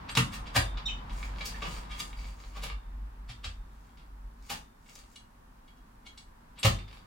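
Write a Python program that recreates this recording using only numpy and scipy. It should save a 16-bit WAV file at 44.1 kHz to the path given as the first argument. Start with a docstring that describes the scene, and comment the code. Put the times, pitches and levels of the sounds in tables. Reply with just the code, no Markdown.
"""Spade in stony soil

A long steel spade is driven into stony soil in a narrow passage between brick walls.
Three hard thrusts crunch and thud: bursts of shaped grain noise, resonant steel and low decaying sines.
Between them the levered blade grinds in grain noise, squeaks in short sines, and knocks and clinks on stones.
Far traffic, coloured noise, dwindles and returns a little over a lumpy low drone and still air."""
import sys
import numpy as np
from scipy import signal
from scipy.fft import rfft, irfft, next_fast_len
from scipy.io import wavfile

SR = 44100
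rng = np.random.default_rng(int(sys.argv[2]) if len(sys.argv) > 2 else 0)


def generate_wav(signal):
    """Clip the signal to [-1, 1] and save it as 16-bit WAV at the path in sys.argv[1]."""
    frames = np.transpose(np.atleast_2d(signal))
    scaled = np.clip(frames, -1, 1) * 32767
    pcm = np.round(scaled).astype(np.int16)
    wavfile.write(sys.argv[1], SR, pcm)


N = 311346
TIME = np.arange(N) / SR

# All levels in the tables are relative; the layers and the mix trim them further.
# Blade crunches in the soil; at 4.5 s a clod is shaken off it and drops:
# (peak time [s], level [dB], rise [s], decay [s], body [dB], treble [dB],
# blade resonance [dB], note of the struck spot [Hz])
CRUNCHES = [(.175, -16, 0.0042, 0.0062, 1.5, -0.5, 3.5, 1280),
            (0.34, -39.5, 0.012, .015, -5, 2.5, 4.5, 1770), (.565, -18, 0.0065, 0.0053, 4, 1, 2, 1740),
            (1.457, -43.5, 0.0046, 0.017, 4.5, 16.5, -8, 4700),
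            (1.622, -33.5, .002, 0.015, 2, -22, 3, 1180), (1.657, -40, 0.014, 0.022, 4, -27, 0, 2950),
            (1.917, -42.5, 0.012, .021, -16, -10.5, 8.5, 3300),
            (2.004, -38.5, 0.01, 0.0032, 1, 9.5, 8, 3240), (2.572, -40.5, 0.018, .012, 1, -6.5, -15, 1160),
            (2.637, -38.5, 0.0082, 0.011, 4.5, 5.5, 0, 2900),
            (4.502, -30, .005, 0.024, -6.5, 0.5, -11, 836),
            (6.654, -17.5, 0.0065, 0.0081, 2, 0.5, -5.5, 547)]
# Buried blade knocks on stones: (peak time [s], level [dB], treble [dB], rise [s], decay [s])
KNOCKS = [(.095, -31.5, -13, 0.005, 0.0063), (0.152, -29, 6.5, 0.00044, 0.0061),
          (.469, -42, -7, .007, 0.015), (0.773, -35.5, -27, .0008, 0.012), (1.095, -44, -16, .0007, .014),
          (1.41, -35.5, -13, .0017, 0.012), (3.296, -42.5, 1, 0.0059, 0.016),
          (3.445, -34.5, -0.5, 0.0041, 0.014), (3.973, -56.5, -5.5, 0.00077, 0.03),
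          (6.589, -46.5, -8, 0.013, 0.013), (6.631, -27, 8, 0.00068, 0.012),
          (6.788, -41.5, -18, 0.0018, 0.011), (6.882, -46, -21, 0.0028, .005)]
# Blade is levered through the soil, one row a stroke: (start [s], length [s], grinding [dB], grit [dB])
STROKES = [(0.928, .05, -50.5, -87), (1.15, 0.11, -52, -57), (1.393, 0.18, -51, -61),
           (1.658, 0.11, -44, -53), (1.948, 0.14, -54.5, -62), (2.188, 0.11, -50, -61),
           (2.4, 0.1, -58.5, -64), (2.642, 0.041, -47, -72), (6.938, 0.025, -53, -67)]
# Crumbs slide off the lifted blade: (start [s], length [s], level [dB])
CRUMBS = [(3.73, 0.17, -72.5), (4.475, .03, -56), (4.894, 0.096, -57), (5.113, .02, -64)]
# Steel sticks and slips on stone: (start [s], length [s], pitch [Hz], glide [octaves], level [dB])
SQUEAKS = [(.854, 0.027, 3750, -0.02, -26.5), (.855, 0.014, 5470, 0.011, -39.5),
           (.872, .046, 3044, -0.025, -29.5), (.883, 0.016, 2500, .02, -33),
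           (.886, 0.081, 3680, 0.0028, -46), (1.401, 0.019, 2290, 0.013, -35),
           (1.542, .012, 1765, 0.0067, -35.5)]
# Edge skims a stone just before a thrust: (start [s], length [s], level [dB])
SKIMS = [(0.087, 0.042, -49.5), (6.586, 0.02, -45)]
# High modes that a skim excites: (frequency [Hz], level [dB])
SKIM_MODES = [(7400, -4.5), (8320, 1), (11250, -4)]
# Lifted blade taps a stone and rings freely: (peak time [s], level [dB], treble [dB], rise [s])
CLINKS = [(5.159, -49.5, 8, 0.0022), (5.68, -54, -13, 0.0027), (5.772, -65.5, 3, 0.0045),
          (6.068, -43, -4.5, 0.0067), (6.177, -49.5, 12, 0.0018)]
# Pebbles drop off the blade: (peak time [s], level [dB])
PEBBLES = [(4.425, -65), (4.895, -56), (4.954, -47.5), (4.989, -55)]
# Whole spade jolts, with a thud in the ground, a woody clunk and a ring:
# (time [s], thud [Hz], thud [dB], deep boom [dB], clunk [Hz], clunk [dB], ring [dB])
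JOLTS = [(.172, 125.2, -20.5, -39, 456, -34.5, -48), (.561, 111.3, -23.5, -29.5, 273, -34, -42),
         (2.636, 127, -52, -58, 560, -55, -56), (3.292, 118, -42, -60, 747, -59.5, -63),
         (3.445, 129, -55.5, -39, 760, -57, -63), (4.502, 88.4, -49.5, -62, 810, -43, -60),
         (6.645, 108.9, -16.5, -28.5, 546, -31, -44.5)]
# Deep boom of the ground: (frequency [Hz], level [dB], swell [s])
BOOM = [(46.2, -4.5, 0.061), (75.4, -0.5, 0.026)]

# Resonances of the blade held in the soil: (frequency [Hz], width [Hz], level [dB])
BLADE_IN_SOIL = [(1222, 49, 7.5), (1740, 170, 0), (2231, 120, 2.5), (2723, 116, 1), (3023, 14, -8),
                 (3275, 67.6, -1.5), (3750, 65, -4.5), (4153, 40, -4), (4700, 150, 0.5), (5410, 70, -11.5),
                 (6380, 130, -4.5), (7350, 130, -2.5), (7800, 70, -2), (8730, 160, 0.5), (10960, 90, 8)]
# Modes of the free blade: (frequency [Hz], width [Hz], level [dB])
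FREE_BLADE = [(2234, 48, 11.5), (2890, 60, 4), (3300, 47, 7), (3880, 86, -6.5), (4150, 99, -1),
              (4460, 74, 0.5), (5370, 110, 0), (6100, 100, 3.5), (6650, 98, 4), (7840, 145, 7),
              (9550, 360, 5.5)]
# Long rings of the steel shaft: (frequency [Hz], level [dB], time to fall 60 dB [s])
SHAFT = [(1210, -1, 0.45), (2000, 0.5, .25), (2650, -2, .2), (3260, -5.5, 0.41), (4770, -7.5, 0.242),
         (7220, -5, 0.15), (8300, -12, .23), (10600, -7.5, 0.16)]
# Longest ring, a close group that beats: (frequency [Hz], level [dB], time to fall 60 dB [s])
SINGING = [(3575, -6, .6), (3614, -5, .7), (3675, -5, .6)]

# Spectrum of breaking soil: (frequency [Hz], density [dB per Hz])
SOIL = [(60, -5.5), (170, 6), (330, -3), (600, 0.5), (1000, -1.5), (1600, -2), (3000, -0.5), (4500, -5),
        (7000, -8), (10000, -14.5), (15500, -14.5)]
# Spectrum of steel meeting stone: (frequency [Hz], density [dB per Hz])
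STONE = [(100, -18.5), (500, -3.5), (1500, -0.5), (2300, -0.5), (3000, 3.5), (4600, -1), (6200, -10),
         (8000, -12.5), (11000, -23), (15500, -23)]
# Spectrum of coarse grinding: (frequency [Hz], density [dB per Hz])
GRIND = [(150, -22.5), (500, 6), (1200, 0.5), (3000, 3), (4700, -0.5), (7000, -18.5), (14000, -30)]
# Spectrum of sand and pebbles: (frequency [Hz], density [dB per Hz])
GRIT = [(1500, -34), (4500, 1), (7200, 1), (9500, -7.5), (12500, -10.5), (15500, -6.5)]
# Spectrum of still air: (frequency [Hz], density [dB per Hz])
AIR = [(12, -30), (20, 3.5), (45, 4), (85, -43), (245, -7.5), (324, -20.5), (416, -19), (452, -23.5),
       (1820, -24.5), (2150, -45), (2400, -39), (3350, -38), (3960, -36), (12400, -38), (15500, -40)]
# Spectrum of far tyres: (frequency [Hz], density [dB per Hz])
TRAFFIC = [(30, -6.5), (70, 12), (130, 8), (220, 6), (380, -6), (600, -2.5), (950, 5), (1500, -3.5),
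           (2500, -11.5), (5000, -21.5), (12000, -51)]

# Low rumble: (time [s], level [dB])
RUMBLE_LEVEL = [(0, -54), (.2, -42), (1.3, -36), (1.95, -43), (2.7, -36.5), (3.85, -48), (4.3, -40.5),
                (4.7, -60.5), (7.06, -59.5)]
# Far traffic: (time [s], level [dB])
TRAFFIC_LEVEL = [(0, -44.5), (1.8, -46), (2.4, -54), (4.8, -60.5), (6.2, -59), (7.06, -56.5)]
# Ring of the passage: (frequency [Hz], time to fall 60 dB [s])
PASSAGE = [(150, 0.59), (600, 0.32), (2000, 0.23), (5000, 0.23), (9000, 0.26), (15000, 0.18)]
# Stereo image of diffuse sound: (frequency [Hz], left-right likeness [-1 to 1])
LIKENESS = [(60, 0.99), (130, 0.98), (290, 0.79), (640, -0.49), (1400, -0.11), (3000, -0.11), (15000, -0.1)]
# The two microphones differ, before each side's power is evened: (frequency [Hz], left minus right [dB])
PORTS = [(200, 2), (600, 1), (2000, -1.7), (4500, 1), (8500, 5), (12000, 1.5), (15500, -5.5)]


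def crunches(per_s=9000, spread_db=3.0, note_db=6.5, sharpness=16):
    """Soil breaks in a dense crunch; packed earth adds body, grit adds treble, stones excite the blade."""
    crunch = colour(grains(per_s, spread_db), SOIL)
    body = butter(crunch, 1000, "low")
    middle = butter(crunch, [1000, 5000], "band")
    treble = butter(crunch, 5000, "high")
    soil, on_steel = np.zeros((2, N))
    for s, db, rise, decay, body_db, treble_db, steel_db, note_hz in CRUNCHES:
        on = around(s)
        # the middle band has the opposite sign, so that the crossovers add up
        mix = from_db(body_db) * body[on] - middle[on] + from_db(treble_db) * treble[on]
        burst = from_db(db) * swell(s, rise, decay) * mix
        note = signal.lfilter(*signal.iirpeak(note_hz, sharpness, fs=SR), burst)
        soil[on] += burst + from_db(note_db) * note
        on_steel[on] += burst * from_db(steel_db)
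    return soil + resonate(on_steel, BLADE_IN_SOIL)


def knocks():
    """The edge meets a buried stone, grates on it for a moment and sets the held blade resonating."""
    crack = grating(KNOCKS, colour(grains(per_s=6000, spread_db=-1.5), STONE))
    return crack + resonate(crack, BLADE_IN_SOIL)


def scrapes(grind_db=-0.5, grit_db=1.5, crumb_db=-1.5, uneven_db=1.5, steel_db=-2.0):
    """Sand and small stones grind unevenly along the steel; crumbs run off when it is lifted."""
    grinding, grit = sum(np.outer(from_db(levels), stroke(s, length)) for s, length, *levels in STROKES)
    crumbs = from_db(crumb_db) * sum(from_db(db) * stroke(s, length) for s, length, db in CRUMBS)
    stones = grains(per_s=260, spread_db=5.5)
    sand = grains(per_s=2500, spread_db=4.5)
    coarse = stones * (grinding * from_db(grind_db) + crumbs)
    fine = sand * (grit * from_db(grit_db) + crumbs)
    slips = from_db(uneven_db * drift(rate=52))
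    rub = colour(coarse * slips, GRIND) + colour(fine, GRIT)
    # the point of contact wanders, favouring now one resonance, now another
    return rub + from_db(steel_db) * resonate(rub, BLADE_IN_SOIL, wander_db=8.0)


def squeaks(waver=0.026, octave_db=-20):
    """Stick and slip makes short, unsteady, gliding tones; a skim sounds several high modes together."""
    out = np.zeros(N)
    skims = [(s, length, hz, 0, db + mode_db) for s, length, db in SKIMS for hz, mode_db in SKIM_MODES]
    for s, length, hz, glide, db in SQUEAKS + skims:
        on = slice(int(s * SR), int((s + length) * SR))
        along = np.linspace(0, 1, on.stop - on.start)
        pitch_hz = hz * 2 ** (glide * along) * (1 + waver * drift(rate=900)[on])
        phase = 2 * np.pi * np.cumsum(pitch_hz) / SR
        # the octave is left out where it would lie too high
        octave = from_db(octave_db) * np.sin(2 * phase) * (4 * hz < SR)
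        out[on] += from_db(db) * np.sin(np.pi * along) * (np.sin(phase) + octave)
    return out


def clinks(decay_s=0.008, level_db=2.5):
    """Out of the soil the blade is free, so its modes are favoured over the halved contact noise."""
    contacts = [(*row, decay_s) for row in CLINKS]
    touch = grating(contacts, colour(grains(per_s=12000, spread_db=1.5), STONE))
    return from_db(level_db) * (touch / 2 + resonate(touch, FREE_BLADE))


def shaft():
    """Hard blows leave the steel singing in decaying sines after the crunch has died."""
    blows = np.zeros(N)
    for s, *_, ring_db in JOLTS:
        blows[round(s * SR)] = from_db(ring_db)
    return sum(from_db(db) * ring(blows, hz, t60) for hz, db, t60 in SHAFT + SINGING)


def pebbles(rise_s=0.00032, decay_s=0.0045):
    """Small stones land with a bright, dry tick of noise."""
    contacts = [(s, db, 0, rise_s, decay_s) for s, db in PEBBLES]
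    return grating(contacts, colour(rng.standard_normal(N), GRIT))


def thuds(thud_swell_s=0.01783, clunk_swell_s=0.012, flex_hz=100, flex_t60=0.515, flex_db=-64):
    """Each jolt swells and dies in low sines of ground and clunk, and the long shaft goes on flexing."""
    out = np.zeros(N)
    for s, thud_hz, thud_db, boom_db, clunk_hz, clunk_db, _ in JOLTS:
        on = around(s)
        age = np.maximum(TIME[on] - s, 0)
        tones = [(thud_hz, thud_db, thud_swell_s), (clunk_hz, clunk_db, clunk_swell_s)]
        tones += [(hz, boom_db + db, swell_s) for hz, db, swell_s in BOOM]
        for hz, db, swell_s in tones:
            envelope = age / swell_s * np.exp(1 - age / swell_s)
            out[on] += from_db(db) * envelope * np.sin(2 * np.pi * hz * age)
    return out + from_db(flex_db) * ring(out, flex_hz, flex_t60)


def passage(x, direct_db=-5.5, walls_db=-1.5, build_s=0.001, size=22050):
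    """The direct sound, then close brick walls throw it back in a dense tail, duller as it dies."""
    age, hz = np.arange(size) / SR, np.fft.rfftfreq(size, 1 / SR)
    white, tail = rfft(rng.standard_normal((2, size))), 0
    for k, (_, t60) in enumerate(PASSAGE):
        # each band fades over into its neighbours
        share = at_hz([(band_hz, j == k) for j, (band_hz, _) in enumerate(PASSAGE)], hz)
        tail = tail + irfft(white * share) * np.exp(-np.log(1000) * age / t60)
    tail = tail * (1 - np.exp(-age / build_s))
    tail = rms_one(diffuse(*tail)) / np.sqrt(size)
    echoes = signal.fftconvolve(x[None], tail, axes=1)[:, :N]
    return from_db(direct_db) * x + from_db(walls_db) * echoes


def rumble(centre_hz=48.1, wander_hz=3.5, level_db=-0.5, sub_db=-2.5, lumps_db=5.0, lumps_per_s=17, crest=0.81):
    """A wavering low drone and a bed of low noise swell together in flat-topped lumps."""
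    drone = np.sin(2 * np.pi * np.cumsum(centre_hz + wander_hz * drift(rate=28)) / SR)
    bed = rms_one(butter(rng.standard_normal(N), [30, 50], "band")) / 2
    lumps = lumps_db * np.minimum(drift(rate=lumps_per_s), crest)
    course_db = np.interp(TIME, *np.transpose(RUMBLE_LEVEL))
    return from_db(level_db + lumps + course_db) * (drone + from_db(sub_db) * bed)


def surroundings(air_db=-57.0, traffic_trim_db=-1.0):
    """Still outdoor air and the wash of far tyres, both wide coloured noise."""
    air = diffuse(*[colour(white, AIR) for white in rng.standard_normal((2, N))])
    traffic = diffuse(*[colour(white, TRAFFIC) for white in rng.standard_normal((2, N))])
    course_db = np.interp(TIME, *np.transpose(TRAFFIC_LEVEL))
    return from_db(air_db) * air + from_db(traffic_trim_db + course_db) * traffic


def grains(per_s, spread_db):
    """Tiny fractures of sand and stone: random clicks of either sign, uneven in size; rms 1."""
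    sizes = from_db(spread_db * np.minimum(rng.exponential(1, N), 4))
    signed = sizes * rng.choice([-1, 1], N)
    return rms_one(signed * (rng.random(N) < per_s / SR))


def grating(contacts, noise):
    """Contacts (time [s], level [dB], treble [dB], rise [s], decay [s]) open the noise, each with its tint."""
    out = np.zeros(N)
    lower, treble = butter(noise, 5000, "low"), butter(noise, 5000, "high")
    for s, db, treble_db, rise, decay in contacts:
        on = around(s)
        # opposite signs make the crossover add up
        out[on] += from_db(db) * swell(s, rise, decay) * (lower[on] - from_db(treble_db) * treble[on])
    return out


def resonate(force, modes, wander_db=0.0):
    """Damped resonances of the steel; with wander_db, as in scraping, their strengths vary."""
    out = np.zeros(N)
    for hz, width, db in modes:
        mode = signal.lfilter(*signal.iirpeak(hz, hz / width, fs=SR), force + 1e-18)
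        out += from_db(db + wander_db * drift(rate=18)) * mode
    return out


def ring(x, hz, t60):
    """A unit click sets a decaying sine ringing, its height starting near 1."""
    r, w = from_db(-60 / (t60 * SR)), 2 * np.pi * hz / SR
    return signal.lfilter([0, np.sin(w)], [1, -2 * r * np.cos(w), r * r], x + 1e-18)


def swell(s, rise, decay):
    """Force that builds up exponentially to time s and lets go."""
    age = TIME[around(s)] - s
    return np.exp(-np.minimum(np.maximum(-age / rise, age / decay), 20))


def stroke(start, length, rise_s=0.038, release_s=0.035):
    """A push builds up, holds for its length and lets go."""
    outside = np.maximum((start - TIME) / rise_s, (TIME - start - length) / release_s)
    return np.exp(-np.clip(outside, 0, 20))


def around(s, size=17640):
    """The samples within 0.4 s of time s."""
    return slice(max(int(s * SR) - size, 0), int(s * SR) + size)


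def drift(rate):
    """Random wander: straight lines between normally spread points, rate of them a second."""
    knots = rng.standard_normal(1 << 14)
    return np.interp(TIME * rate, np.arange(len(knots)), knots)


def colour(x, spectrum, size=4096):
    """Causal minimum-phase filter with the given spectrum; white noise keeps its power."""
    gain = rms_one(from_db(at_hz(spectrum, np.fft.rfftfreq(size, 1 / SR))))
    # folding the cepstrum forward puts the energy as early as it can be
    fold = np.r_[1, np.full(size // 2 - 1, 2), np.zeros(size // 2)]
    cepstrum = irfft(np.log(gain)) * fold
    return signal.oaconvolve(x, irfft(np.exp(rfft(cepstrum))))[:len(x)]


def diffuse(first, second):
    """Two unrelated signals become sound from all round: alike in the bass, wide above."""
    size = next_fast_len(len(first), True)
    alike = np.clip(at_hz(LIKENESS, np.fft.rfftfreq(size, 1 / SR)), -.99, .9995)
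    mid = irfft(rfft(first, size) * np.sqrt((1 + alike) / 2), size)
    side = irfft(rfft(second, size) * np.sqrt((1 - alike) / 2), size)
    return np.array([mid + side, mid - side])[:, :len(first)]


def butter(x, hz, kind):
    """Butterworth filter of design order 2."""
    return signal.sosfilt(signal.butter(2, hz, kind, fs=SR, output="sos"), x + 1e-18)


def at_hz(points, hz):
    """Reads a curve along a logarithmic frequency axis."""
    known_hz, values = np.transpose(points)
    return np.interp(np.log(np.maximum(hz, 1)), np.log(known_hz), values)


def from_db(db):
    """Decibels to gain."""
    return np.exp(np.asarray(db) * (np.log(10) / 20))


def rms_one(x):
    """Scales to an rms of 1."""
    return x / np.sqrt(np.mean(x ** 2) + 1e-20)


def scene():
    """The spade in its passage, then the thuds, the rumble and the surroundings without wall echoes."""
    spade = from_db(-2.5) * (crunches() + knocks() + scrapes() + clinks()) + squeaks()
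    # the shaft and the pebbles are clear of the hole, so more of them arrives directly
    exposed = shaft() + pebbles()
    left, right = passage(spade + exposed) + from_db(-5.0) * exposed
    left = colour(left, [(hz, db / 2) for hz, db in PORTS])
    right = colour(right, [(hz, -db / 2) for hz, db in PORTS])
    return np.array([left, right]) + thuds() + rumble() + surroundings()


def record(dry):
    """The deepest bass, below 20 Hz, and the top, above 15.9 kHz, are cut."""
    top_cut = signal.ellip(10, .1, 80, 15900, fs=SR, output="sos")
    return signal.sosfilt(top_cut, butter(dry, 20, "high"))


dry = scene()
out = record(dry)
generate_wav(out)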